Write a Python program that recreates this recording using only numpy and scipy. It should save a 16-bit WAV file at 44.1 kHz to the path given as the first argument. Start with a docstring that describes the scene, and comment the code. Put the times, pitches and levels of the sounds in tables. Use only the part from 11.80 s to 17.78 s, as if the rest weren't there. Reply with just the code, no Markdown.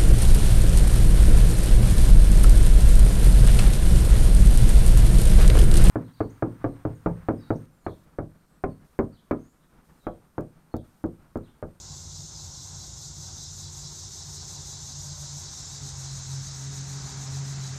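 """A backyard at dusk. From the start, two cicadas pulse out of step in the trees, buckling their ribs in
fast clicks, over a steady chorus of far insects and crickets trilling with their wings. Distant traffic
rumbles, a machine hums faintly, and road whines come and go. As the cicadas quicken, a vehicle draws
slowly nearer: its droning exhaust throbs at about 3.4 s, then turns harsher, and the hiss of its tyres
grows to the end."""
import sys
import numpy as np
from scipy import signal
from scipy.fft import rfft, irfft, next_fast_len
from scipy.io import wavfile

SR = 44100
rng = np.random.default_rng(int(sys.argv[2]) if len(sys.argv) > 2 else 0)


def to_wav(s):
    """Save 16-bit WAV."""
    ch = np.atleast_2d(s).T  # columns
    pcm = np.round(np.clip(ch, -1, 1) * 32767)  # PCM
    wavfile.write(sys.argv[1], SR, pcm.astype(np.int16))


N = 263714
TIME = np.arange(N) / SR


def from_db(db):
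    """Turn decibels into a number to multiply a sound by."""
    return np.exp(np.asarray(db) * (np.log(10) / 20))


def rms_one(x):
    """Scale a sound so that its average strength (rms) is 1."""
    return x / np.sqrt(np.mean(x ** 2) + 1e-20)


def in_time(rows):
    """Join a table's points with straight lines: one curve for each column after the time."""
    times, *columns = np.transpose(rows)
    return [np.interp(TIME, times, column) for column in columns]


def coloured(x, points):
    """Make some pitches stronger than others, fading 20 dB an octave beyond the table's ends; rms 1."""
    hz, db = np.transpose(points)
    size = next_fast_len(N, real=True)
    octave, known = np.log2(np.fft.rfftfreq(size, 1 / SR) + 1), np.log2(hz)
    outside = np.abs(octave - np.clip(octave, known[0], known[-1]))
    gain = from_db(np.interp(octave, known, db) - 20 * outside)
    return rms_one(irfft(rfft(x, size) * gain, size)[:N])


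def above(x, hz):
    """The part of a sound above a frequency."""
    return signal.sosfiltfilt(signal.butter(6, hz, "high", fs=SR, output="sos"), x)


def drift(rate):
    """A smooth random wobble of rms 1, changing about rate times a second."""
    step = 40   # samples between random values
    memory = np.exp(-2 * np.pi * rate * step / SR)
    noise = rng.standard_normal(N // step + 2002)
    slow = signal.lfilter([1], [1, -2 * memory, memory ** 2], noise)[2000:]
    return np.interp(np.arange(N) / step, np.arange(len(slow)), rms_one(slow))


def swell_at(s, width_s):
    """A smooth rise and fall of height 1, peaking at time s."""
    return np.exp(-((TIME - s) / width_s) ** 2 / 2)


def fading_tone(hz, share, rate):
    """A tone that flutters because a share of it arrives by shifting paths."""
    angle = 2 * np.pi * (np.cumsum(hz) / SR % 1)
    direct = np.sqrt(2 * (1 - share)) * np.sin(angle)
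    scattered = drift(rate) * np.sin(angle) + drift(rate) * np.cos(angle)
    return direct + np.sqrt(share) * scattered


def foliage(x, echo_s):
    """Leaves, fence and ground send back many tiny echoes, which fade by 60 dB in echo_s."""
    t = np.arange(SR // 4) / SR
    paths = rng.standard_normal(len(t)) * from_db(-60 * t / echo_s)
    with_lead_in = np.concatenate([x[-len(t):], x])
    return rms_one(signal.fftconvolve(with_lead_in, paths)[len(t):len(t) + N])


def rib_buzz(clicks_per_s, jitter, echo_s, far_share):
    """An insect's ribs buckle in fast, uneven clicks; part of the buzz arrives blurred to a hiss."""
    turns = np.cumsum(clicks_per_s * (1 + jitter * drift(150))) / SR
    clicks = np.diff(np.floor(turns), prepend=0) * from_db(rng.standard_normal(N))
    return np.sqrt(1 - far_share) * foliage(clicks, echo_s) + np.sqrt(far_share) * rng.standard_normal(N)


def pulse_progress(pulses):
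    """How far a cicada is through its current pulse, from 0 to 1, and how hard it sings there."""
    starts, accent_db = np.transpose(pulses)
    edges = np.append(starts, 2 * starts[-1] - starts[-2])
    count = np.interp(TIME, edges, np.arange(len(edges)))
    return count % 1, np.interp(count, np.arange(len(starts)) + .5, accent_db)


def belly_swell(progress, lateness, sharpness, dip_db):
    """The belly stretches and relaxes: a swell from dip to dip, peaking late if lateness > 1."""
    swell = np.abs(np.sin(np.pi * progress ** lateness)) ** sharpness
    return from_db(dip_db) + (1 - from_db(dip_db)) * swell


# How the near cicada's song changes; its "top" lies above 10 kHz and its "sizzle" above 13 kHz:
# (time [s], level [dB], top boost [dB], further sizzle boost [dB], top's dip between pulses [dB])
NEAR_CICADA_SONG = [(0, -56, 5, 0, -7), (.7, -53.5, 3, 1, -7), (1.3, -46.5, -0.5, 1, -13),
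                    (2.5, -46.3, 1, .5, -13), (3.4, -45, 0.3, -2.5, -14), (4.2, -43.5, -2.6, -8.5, -22),
                    (5.1, -44.9, -0.7, -5, -21), (5.98, -47.2, -1.6, -3, -18)]
# Its pulses, each lasting until the next: (start time [s], accent [dB])
NEAR_CICADA_PULSES = [(-.13, 0), (.08, 0), (.28, 0), (.51, .5), (.73, 1), (.928, -1), (1.125, 0), (1.31, 0),
                      (1.507, -1.5), (1.68, 0), (1.874, -.5), (2.061, -1.5), (2.248, -1), (2.425, 0),
                      (2.601, 0), (2.787, .5), (2.97, -1.5), (3.144, 0), (3.32, 0), (3.484, 0), (3.663, 0),
                      (3.847, -1), (3.989, -.5), (4.132, .5), (4.275, -.5), (4.421, -.5), (4.58, -.5),
                      (4.71, -.5), (4.876, 0), (5.021, -.5), (5.192, -1.5), (5.345, .5), (5.477, 1),
                      (5.611, -1.5), (5.76, 0), (5.932, -1)]
# The tone colour of its buzz: (frequency [Hz], relative level [dB])
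NEAR_CICADA_COLOUR = [(2800, -60), (3900, -7), (5100, -17), (6200, 3.5), (7100, -2.5), (8200, -7.5),
                      (9000, -16), (9900, -16.5), (10300, -27.5), (11000, -27), (11600, -18),
                      (12600, -18.3), (14000, -23.5), (14400, -28.5), (15200, -32)]
def near_cicada():
    """A bright buzz whose pulses quicken unevenly; the top of each pulse swells before its body."""
    level_db, top_db, sizzle_db, top_dip_db = in_time(NEAR_CICADA_SONG)
    progress, accent_db = pulse_progress(NEAR_CICADA_PULSES)
    clicks = rib_buzz(clicks_per_s=680, jitter=.25, echo_s=.14, far_share=.28)
    buzz = coloured(clicks, NEAR_CICADA_COLOUR)
    top, sizzle = above(buzz, 10000), above(buzz, 13000)
    body = (buzz - top) * belly_swell(progress, lateness=1.6, sharpness=1.3, dip_db=-18)
    edge = (top + (from_db(sizzle_db) - 1) * sizzle) * from_db(top_db)
    edge *= belly_swell(progress, lateness=1.25, sharpness=1.25, dip_db=top_dip_db)
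    tremble_db = .86 * drift(25)
    return from_db(level_db + accent_db + tremble_db) * (body + edge)


# The lower cicada's pulses: (time [s], relative buzz level [dB], ring level [dB])
LOW_CICADA_PULSES = [(.12, -47, -55.5), (.37, -47, -55.5), (.6, -48, -55.5), (.8, -49, -56.5),
                     (1.01, -48, -55), (1.25, -46.5, -60), (1.47, -45.5, -55.5), (1.635, -44, -55),
                     (1.85, -46, -56), (2.06, -46, -56), (2.22, -48, -55), (2.4, -48, -54),
                     (2.58, -48.5, -54.5), (2.77, -49, -55.5), (2.94, -48, -55.5), (3.12, -45.5, -59),
                     (3.31, -45.5, -59), (3.48, -45, -57.5), (3.68, -46, -59), (3.8, -50, -59),
                     (3.97, -47.5, -61), (4.1, -47, -57), (4.28, -46, -61), (4.43, -48, -61),
                     (4.56, -47, -60), (4.69, -46.5, -59), (4.85, -51, -62), (5.01, -48, -60),
                     (5.19, -47.5, -62), (5.32, -46, -59), (5.55, -47, -60), (5.71, -48, -60),
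                     (5.86, -47, -58)]
# The tone colour of its buzz: (frequency [Hz], relative level [dB])
LOW_CICADA_COLOUR = [(2800, -28), (3400, -4.5), (3750, -7), (4000, 3), (4250, 0), (4600, 5), (5600, 6),
                     (6500, -28), (8000, -20), (10000, -53)]
def low_cicada(buzz_db=-3, ring_hz=4010):
    """A duller cicada's soft pulses run together as they quicken; its hollow body rings with each."""
    swells = sum(from_db(db) * swell_at(s, width_s=.043) for s, db, _ in LOW_CICADA_PULSES)
    chirps = sum(from_db(db) * swell_at(s, width_s=.027) for s, _, db in LOW_CICADA_PULSES)
    clicks = rib_buzz(clicks_per_s=520, jitter=.27, echo_s=.082, far_share=.8)
    buzz = coloured(clicks, LOW_CICADA_COLOUR)
    ring = fading_tone(ring_hz * (1 + .002 * drift(12)), share=.4, rate=45)
    return from_db(buzz_db) * swells * buzz + chirps * ring


def grainy_shimmer(length_s, spread_db, count=900):
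    """Many short, faint tones at random pitches give the far buzz a grainy shimmer."""
    out = np.zeros(N + SR)
    for when, pitch, length, faintness in rng.random((count, 4)):
        size, start = int(SR * length_s * (.5 + length)), int(when * N)
        hz = 3500 + 5000 * pitch
        tone = np.sin(2 * np.pi * hz * np.arange(size) / SR)
        out[start:start + size] += from_db(-spread_db * faintness) * np.hanning(size) * tone
    return rms_one(out[:N])


# How loud the far insects are: (time [s], level [dB])
FAR_INSECT_LEVEL = [(0, -46), (1.2, -45.5), (1.9, -45), (2.6, -43.5), (4, -43.5), (5.2, -45.5), (5.98, -46)]
# Their tone colour: (frequency [Hz], relative level [dB])
FAR_INSECT_COLOUR = [(2700, -27), (3300, -13.5), (3650, -9.5), (4000, -6), (4900, -6), (5700, -0.5),
                     (6500, -0.5), (7500, -3.2), (8100, -9.3), (9000, -18), (9900, -24.5), (10300, -32.5),
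                     (11000, -32), (12200, -30.5), (15200, -42)]
def far_insects(shimmer_db=-7):
    """Many far insects merge into one buzz, which has a grainy shimmer."""
    level_db, = in_time(FAR_INSECT_LEVEL)
    clicks = rib_buzz(clicks_per_s=1500, jitter=.4, echo_s=.067, far_share=.42)
    buzz = coloured(clicks, FAR_INSECT_COLOUR)
    shimmer = coloured(grainy_shimmer(length_s=.06, spread_db=19), FAR_INSECT_COLOUR)
    return from_db(level_db + .5 * drift(23)) * rms_one(buzz + from_db(shimmer_db) * shimmer)


# One row for each cricket: (wing pitch [Hz], level [dB], wing strokes [per s])
CRICKET_VOICES = [(4012, -72, 44), (4490, -71, 58), (4620, -73, 53), (5295, -67.5, 38), (5600, -64, 51),
                  (5674, -62, 47), (6000, -61, 55), (6127, -61, 41), (6250, -61, 62), (6394, -63, 45),
                  (6482, -61, 67), (6721, -65, 59), (6933, -63, 50), (7072, -60, 72), (7560, -63, 80),
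                  (7950, -68, 64), (8400, -72, 70)]
def crickets(wander=.0018, sag=.0028, swell_db=2):
    """Each wing stroke rings a tone that sags in pitch; strokes run into a trill, blurred by leaves."""
    out = np.zeros(N)
    uneven_time = np.cumsum(1 + .0348 * drift(9.8)) / SR
    for hz, level_db, strokes_per_s in CRICKET_VOICES:
        stroke = (strokes_per_s * uneven_time + rng.random()) % 1   # 0 to 1 through each stroke
        pitch = hz * (1 + wander * drift(23.9) - sag * (stroke - .5))
        gain = from_db(level_db + swell_db * drift(12))
        out += gain * rms_one(stroke * (1 - stroke) * fading_tone(pitch, share=.43, rate=14.6))
    return out


def road_noise(colour, echo_share):
    """The roar of tyres and engines from afar; a share of it arrives as echoes."""
    direct, scattered = rng.standard_normal((2, N))
    echoes = foliage(scattered, echo_s=.06)
    return coloured(np.sqrt(1 - echo_share) * direct + np.sqrt(echo_share) * echoes, colour)


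# The tone colour of far traffic: (frequency [Hz], relative level [dB])
RUMBLE_COLOUR = [(22, -33), (40, -10), (60, -2), (90, 1), (118, -3), (146, -1), (175, -10), (280, -20.5),
                 (380, -22), (470, -27), (680, -26), (950, -28), (1400, -30), (3000, -45.5)]
def traffic_rumble(level_db=-47.5):
    """Traffic on far roads blends into a low, wavering rumble."""
    return from_db(level_db + 1.3 * drift(22)) * road_noise(RUMBLE_COLOUR, echo_share=.4)


# How loud the tyres on far roads are: (time [s], level [dB])
FAR_TYRE_LEVEL = [(0, -60), (1, -60.5), (1.7, -63.5), (2.8, -59.5), (4.2, -59.5), (4.7, -60.5), (5.45, -56),
                  (5.98, -61)]
# Their tone colour: (frequency [Hz], relative level [dB])
FAR_TYRE_COLOUR = [(450, -16), (680, -10.5), (860, -2), (950, -.5), (985, -5), (1020, 1), (1070, 1),
                   (1130, -11), (1700, -14), (2600, -22)]
def far_tyres(flutter_db=2.2):
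    """Tyres on far roads make an uneven wash, heard mostly as echoes."""
    level_db, = in_time(FAR_TYRE_LEVEL)
    return from_db(level_db + flutter_db * drift(14)) * road_noise(FAR_TYRE_COLOUR, echo_share=.75)


# The tones in the machine's hum: (pitch [Hz], level [dB])
HUM_TONES = [(58, -60), (91, -50.5), (360, -70), (544, -76)]
def machine_hum(wander_hz=1.59):
    """A machine hums faintly, each tone fading in and out."""
    return sum(from_db(db) * fading_tone(hz + wander_hz * drift(5.5), share=.41, rate=7)
               for hz, db in HUM_TONES)


# Whines from the road: (peak time [s], pitch [Hz], peak level [dB], half-width of the swell [s])
ROAD_WHINES = [(.3, 384, -73.5, 0.27), (1.8, 367.5, -73, 0.41), (2.6, 400, -63.5, 0.35),
               (3.1, 244, -59.5, 0.053), (3.4, 598, -63.5, 0.17), (5.4, 380.5, -63, 0.37)]
def road_whines():
    """Far, fluttering whines swell and die away, each on its own pitch."""
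    return sum(from_db(db) * swell_at(s, width_s) * fading_tone(np.full(N, hz), share=.86, rate=22)
               for s, hz, db, width_s in ROAD_WHINES)


# The nearing vehicle's engine: (time [s], firing rate [Hz], relative exhaust level [dB])
ENGINE_RUN = [(0, 145.7, -53), (2.7, 146.2, -51), (3.35, 142.5, -40), (3.9, 140.5, -46.5),
              (4.05, 137.9, -36), (4.14, 133.5, -42.5), (4.24, 136.7, -33), (4.44, 134.4, -40),
              (4.58, 135.3, -30.5), (4.65, 136.1, -37.5), (4.8, 136.5, -35), (5.18, 137.4, -33),
              (5.25, 135.8, -36.5), (5.52, 136, -32.5), (5.58, 138.5, -29.5), (5.98, 132.6, -34)]
# The tones in its exhaust: (pitch [times the firing rate], relative level [dB])
EXHAUST_TONES = [(2 / 3, -18), (1, 0), (4 / 3, -22.5), (2, -20.5), (3, -23.5)]
# How harsh it is: (time [s], boost of the tones above the firing rate [dB])
EXHAUST_HARSHNESS = [(3.4, -10), (4.05, 1), (4.3, -21), (4.8, -2.5), (5.35, 1), (5.58, -2.5), (5.75, -4),
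                     (5.98, -1)]
def vehicle_exhaust(trim_db=-3, throbs_per_s=7.8, throb_at_s=3.42, throb_depth=.55):
    """The engine's firing makes a drone that throbs for a while; its weaker tones flutter more."""
    firing_hz, level_db = in_time(ENGINE_RUN)
    harsh_db, = in_time(EXHAUST_HARSHNESS)
    beat = np.cos(2 * np.pi * throbs_per_s * (TIME - throb_at_s))
    throb = 1 + throb_depth * swell_at(throb_at_s, width_s=.35) * beat
    firing_hz *= 1 + .0089 * drift(21)
    drone = 0
    for multiple, db in EXHAUST_TONES:
        rough_share = .05 if multiple == 1 else .3
        gain = from_db(db + (multiple > 1) * harsh_db)
        drone += gain * fading_tone(multiple * firing_hz, rough_share, rate=15)
    return from_db(level_db + trim_db) * throb * drone


# How loud the vehicle's tyres are: (time [s], level [dB])
NEAR_TYRE_LEVEL = [(0, -76.5), (2, -63), (3.3, -59.5), (4.3, -54), (5.2, -50.5), (5.98, -48)]
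# Their tone colour: (frequency [Hz], relative level [dB])
NEAR_TYRE_COLOUR = [(90, -49), (180, 14), (260, -7.5), (330, -7), (400, -6.5), (470, -9.5), (700, -3),
                    (950, -4), (1300, -1), (2000, -3.5), (2800, -10.5), (4500, -5.5), (9000, -49)]
def vehicle_tyres():
    """The tyres hiss louder as the vehicle nears."""
    level_db, = in_time(NEAR_TYRE_LEVEL)
    return from_db(level_db) * road_noise(NEAR_TYRE_COLOUR, echo_share=.25)


def scene():
    """Insects, far background and the nearing vehicle, added into one channel."""
    insects = near_cicada() + low_cicada() + far_insects() + crickets()
    background = traffic_rumble() + far_tyres() + machine_hum() + road_whines()
    vehicle = vehicle_exhaust() + vehicle_tyres()
    return (insects + background + vehicle)[None]


def record(dry):
    """The highest treble is cut away steeply."""
    cutoff_hz = 15200
    return signal.sosfilt(signal.ellip(12, .1, 90, cutoff_hz, fs=SR, output="sos"), dry)


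dry = scene()
out = record(dry)
to_wav(out)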